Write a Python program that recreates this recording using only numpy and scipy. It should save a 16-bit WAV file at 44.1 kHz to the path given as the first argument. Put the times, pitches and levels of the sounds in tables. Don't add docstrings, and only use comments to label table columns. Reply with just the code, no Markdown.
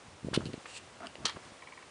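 import sys
import numpy as np
from scipy import signal
from scipy.fft import rfft, irfft
from scipy.io import wavfile

SR = 44100
rng = np.random.default_rng(int(sys.argv[2]) if len(sys.argv) > 2 else 0)


def generate_wav(signal):
    frames = np.transpose(np.atleast_2d(signal))
    scaled = np.clip(frames, -1, 1) * 32767
    pcm = np.round(scaled).astype(np.int16)
    wavfile.write(sys.argv[1], SR, pcm)


N = 83790
T = np.arange(N) / SR
CUTOFF_HZ = 10050


def from_db(db):
    return 10 ** (np.asarray(db) / 20)


def rms_one(x):
    return x / np.sqrt(np.mean(x ** 2) + 1e-20)


def level(rows):
    s, db = np.transpose(rows)
    return from_db(np.interp(T, s, db)) * (T > s[0] - .05) * (T < s[-1] + .05)


def colour(x, points):
    hz, db = np.transpose(points)
    size = 2 * N
    f = np.maximum(np.arange(N + 1) * SR / size, 1)
    gain = from_db(np.interp(np.log(f), np.log(hz), db))
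    shape = rms_one(gain / np.sqrt(1 + (f / CUTOFF_HZ / 1.1) ** 16))
    cepstrum = irfft(np.log(shape))
    cepstrum[1:N] *= 2
    cepstrum[N + 1:] = 0
    return irfft(rfft(x, size) * np.exp(rfft(cepstrum)))[:N]


def band(x, hz, width_hz):
    r = np.exp(-np.pi * width_hz / SR)
    section = [(1 - r * r) / 2, 0, (r * r - 1) / 2, 1, -2 * r * np.cos(2 * np.pi * hz / SR), r * r]
    return signal.sosfilt([section, section], x + 1e-18)


def burst(s, t60):
    decay = from_db(-60 * np.clip((T - s) / t60, 0, 2))
    return rms_one(rng.standard_normal(N) * (T >= s) * decay) / np.sqrt(N)


# frequency in Hz, relative level in dB.
AIR_COLOUR = [(30, -19.5), (60, -10), (110, -13.5), (220, -10), (520, -7), (800, -8.5), (1150, -9.5),
              (1550, -12.5), (2000, -13), (5200, -19.5), (10000, -23.5)]
# time in seconds, level in dB.
AIR_LEVEL = [(0, -55), (.25, -55.5), (.6, -53), (.9, -54.5), (1.15, -55), (1.23, -54.5), (1.45, -52.5),
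             (1.6, -54.5), (1.9, -55)]
def open_air():
    return level(AIR_LEVEL) * rms_one(colour(rng.standard_normal(N), AIR_COLOUR))


# time in seconds, level in dB.
RUMBLE_LEVEL = [(0, -67), (.06, -62), (.085, -54), (.11, -65), (.14, -55.5), (.2, -71), (.265, -41),
                (.31, -53), (.39, -41), (.5, -48), (.6, -67), (.7, -70), (.79, -60), (.93, -65),
                (1.05, -61), (1.16, -63.5), (1.2, -51), (1.25, -53), (1.31, -60.5), (1.365, -51),
                (1.41, -67.5), (1.52, -60), (1.56, -69.5), (1.9, -71)]
# frequency in Hz, relative level in dB.
RUMBLE_COLOUR = [(25, -28), (50, -8), (90, 4.5), (200, -0.5), (330, -7.5), (600, -18.5), (1500, -35)]
# time in seconds, peak in dB, centre in Hz.
BUMPS = [(.084, -45, 116), (0.2325, -41, 169), (0.2479, -28.5, 188), (0.2712, -34.5, 249),
         (.2862, -25.5, 315), (0.3163, -34, 170), (0.3324, -29.5, 250), (0.3764, -15.5, 238),
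         (0.3817, -33, 168), (0.394, -31.5, 230), (0.4034, -31.5, 190), (.438, -35, 240),
         (0.4588, -30.5, 197), (.472, -34.5, 228), (0.489, -35.5, 220), (0.495, -38, 199),
         (0.5029, -35, 238), (0.5339, -35, 227), (0.5415, -28, 284), (.579, -38, 183), (1.1874, -44.5, 220),
         (1.2076, -43, 190), (1.2477, -37, 198), (1.3479, -44, 230), (1.521, -46.5, 132)]
def handling(shudder_db=-14, shudder_t60_s=.028):
    out = level(RUMBLE_LEVEL) * rms_one(colour(rng.standard_normal(N), RUMBLE_COLOUR))
    for s, db, hz in BUMPS:
        phase = 2 * np.pi * hz * (T - s)
        push_pull = -phase * np.exp(np.maximum(1 - phase ** 2, -60) / 2)
        shudder = band(burst(s, shudder_t60_s), hz, width_hz=2 * hz)
        out += from_db(db) * (push_pull + from_db(shudder_db) * shudder / np.abs(shudder).max())
    return out


# start in seconds, energy in dB, centre in Hz, 60 dB decay in seconds.
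SOLE_TAPS = [(.3335, -16.5, 894, .015), (.3372, -13, 1240, 0.011), (.4072, -21.5, 1010, 0.0074),
             (.4145, -21, 850, 0.059), (.533, -23, 2370, .045), (.654, -26, 580, .04),
             (.6565, -18, 1550, 0.037), (1.1535, -25.5, 1880, 0.016), (1.1545, -22.5, 476, 0.017),
             (1.2475, -23.5, 800, 0.022), (1.2515, -17.5, 2600, 0.027), (1.2536, -15.5, 910, 0.012),
             (1.2905, -17.5, 1250, 0.034), (1.2962, -15.5, 1400, 0.036), (1.3625, -23.5, 785, 0.017),
             (1.3665, -26.5, 1400, 0.029), (1.3685, -20.5, 445, 0.029)]
def sole_taps(width_octaves=1.06):
    edges = 2 ** (np.array([-.5, .5]) * width_octaves)
    out = np.zeros(N)
    for s, db, hz, t60 in SOLE_TAPS:
        bandpass = signal.butter(2, hz * edges, "band", fs=SR, output="sos")
        out += from_db(db) * rms_one(signal.sosfilt(bandpass, burst(s, t60) + 1e-18))
    return out / np.sqrt(N)


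# start in seconds, energy in dB, 60 dB decay in seconds.
PEBBLES = [(.3415, -13, 0.0059), (0.3609, -11.5, .005), (0.4553, -21, 0.017), (.462, -21, 0.071),
           (0.532, -26, .035), (1.0595, -30, .015), (1.0697, -19.5, 0.0065), (1.154, -27.5, 0.015),
           (1.451, -32, .012)]
# frequency in Hz, relative level in dB.
PEBBLE_COLOUR = [(500, -24), (2100, -13.5), (2850, 2.5), (3600, -8), (4500, -1), (5500, -14),
                 (10000, -17.5)]
def pebbles():
    return colour(sum(from_db(db) * burst(s, t60) for s, db, t60 in PEBBLES), PEBBLE_COLOUR)


def grit(grains_per_s=2500, spread_db=4.5):
    sizes = from_db(spread_db * np.minimum(rng.exponential(1, N), 4)) * rng.choice([-1, 1], N)
    return rms_one(sizes * (rng.random(N) < grains_per_s / SR))


# peak time in seconds, level in dB, 60 dB rise and fall in seconds.
CRUNCHES = [(0.3418, -29, 0.019, .022), (0.3463, -30.5, .012, .03), (.353, -36, 0.011, .03),
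            (.3605, -30, 0.03, .028), (1.279, -46.5, 0.023, 0.12), (1.297, -47.5, .03, .07)]
# frequency in Hz, relative level in dB.
SCUFF_COLOUR = [(150, -21), (350, -5), (900, -6), (1400, 0), (1900, -10.5), (2800, 2), (4400, -2.5),
                (5500, -9.5), (7400, -15.5), (9000, -10.5), (10000, -12.5)]
def scuff():
    pressure = sum(from_db(db - 60 * np.minimum(np.maximum((s - T) / rise, (T - s) / fall), 2))
                   for s, db, rise, fall in CRUNCHES)
    return colour(pressure * grit(), SCUFF_COLOUR)


# time in seconds, level in dB.
SWISH_LEVEL = [(.63, -80), (.67, -57.5), (.70, -52), (.725, -53.5), (.775, -43.5), (.788, -51), (.80, -90)]
# frequency in Hz, relative level in dB.
SWISH_COLOUR = [(600, -23), (1000, -16), (2200, -11), (2750, 3), (3100, -7.5), (4300, -5.5), (6000, -14.5),
                (8000, -6), (10000, -17.5)]
def cloth_swish():
    return colour(level(SWISH_LEVEL) * rng.standard_normal(N), SWISH_COLOUR)


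# time in seconds, level in dB.
DRAG_LEVEL = [(1.001, -74), (1.005, -44), (1.017, -48.5), (1.025, -42.5), (1.055, -48), (1.072, -47.5),
              (1.09, -81), (1.19, -65), (1.232, -53), (1.25, -58), (1.27, -74)]
# frequency in Hz, relative level in dB.
DRAG_COLOUR = [(100, -24.5), (220, 1), (400, -5.5), (520, -15), (650, 7), (820, -6), (1200, -2),
               (2100, -12.5), (3800, -26), (8000, -37)]
def sole_drag():
    return colour(level(DRAG_LEVEL) * grit(), DRAG_COLOUR)


# start in seconds, strength in dB.
HEEL_CONTACTS = [(1.254, -12.5), (1.2556, -4.5), (1.2603, -10.5), (1.2668, -15), (1.2669, -17),
                 (1.2788, -25), (1.2852, -26), (1.296, -21)]
# frequency in Hz, relative level in dB.
HEEL_COLOUR = [(100, -30), (420, -6.5), (750, -13), (1350, -10), (2150, -10), (2900, -3), (4500, 2),
               (6200, -7.5), (7200, -10), (10000, -20.5)]
# frequency in Hz, level in dB relative to the contact, 60 dB decay in seconds.
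HEEL_MODES = [(1345, -33.5, 0.1), (1840, -34, 0.057), (2860, -36, 0.07), (3080, -54, .09),
              (3260, -30, 0.092), (4300, -34, .08), (4440, -30, 0.042), (4800, -38, .09),
              (4888, -46, 0.099), (5561, -47, .1)]
def heel_knock(crack_t60_s=.016):
    clicks = sum(from_db(db) * (np.arange(N) == int(s * SR)) for s, db in HEEL_CONTACTS)
    crack = sum(from_db(db) * burst(s, crack_t60_s) for s, db in HEEL_CONTACTS)
    ring = sum(from_db(db - 60 * T / t60) * np.sin(2 * np.pi * hz * T) for hz, db, t60 in HEEL_MODES)
    return colour(clicks + crack, HEEL_COLOUR) + signal.fftconvolve(clicks, ring)[:N]


# middle in seconds, level in dB.
BIRD_NOTES = [(1.6247, -47), (1.6746, -47), (1.7249, -46.5), (1.777, -47), (1.827, -51.5)]
# frequency in Hz, relative level in dB.
BIRD_PARTIALS = [(1030, -1), (1930, -4), (2260, 0), (2900, -16)]
def bird(note_s=.0091, lowest_lag_s=.0029, rasp_gain=.4, echo_s=.0115, echo_db=-5.5):
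    out = np.zeros(N)
    for k, (hz, partial_db) in enumerate(BIRD_PARTIALS):
        rasp = rasp_gain * rms_one(band(rng.standard_normal(N), hz, width_hz=650))
        for s, db in BIRD_NOTES:
            age = T - s - lowest_lag_s * (k == 0)
            swell = np.sin(np.pi * np.clip(age / note_s + .5, 0, 1))
            tone = np.sin(2 * np.pi * (hz * age + rng.random()))
            out += from_db(db + partial_db) * swell * (tone + rasp)
    return out + from_db(echo_db) * np.interp(T - echo_s, T, out)


# frequency in Hz, relative level in dB.
PORCH_COLOUR = [(100, -3.5), (500, 2), (1300, 5), (2500, 7.5), (4800, -1.5), (6500, -6.5), (10000, -18)]
def porch(x, delay_s=.0036, t60_s=.18):
    return signal.fftconvolve(x, colour(burst(delay_s, t60_s), PORCH_COLOUR))[:N]


def scene():
    knock, crunch = heel_knock(), scuff()
    small_sounds = sole_taps() + pebbles() + cloth_swish() + sole_drag()
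    reflections = porch(from_db(-11) * knock + from_db(-20) * crunch + from_db(-18) * small_sounds)
    return (knock + crunch + small_sounds + reflections + handling() + bird() + open_air())[None]


def record(dry):
    low_cut = signal.butter(2, 53, "high", fs=SR, output="sos")
    high_cut = signal.ellip(12, .2, 70, CUTOFF_HZ, fs=SR, output="sos")
    return signal.sosfilt(high_cut, signal.sosfilt(low_cut, dry))


dry = scene()
out = record(dry)
generate_wav(out)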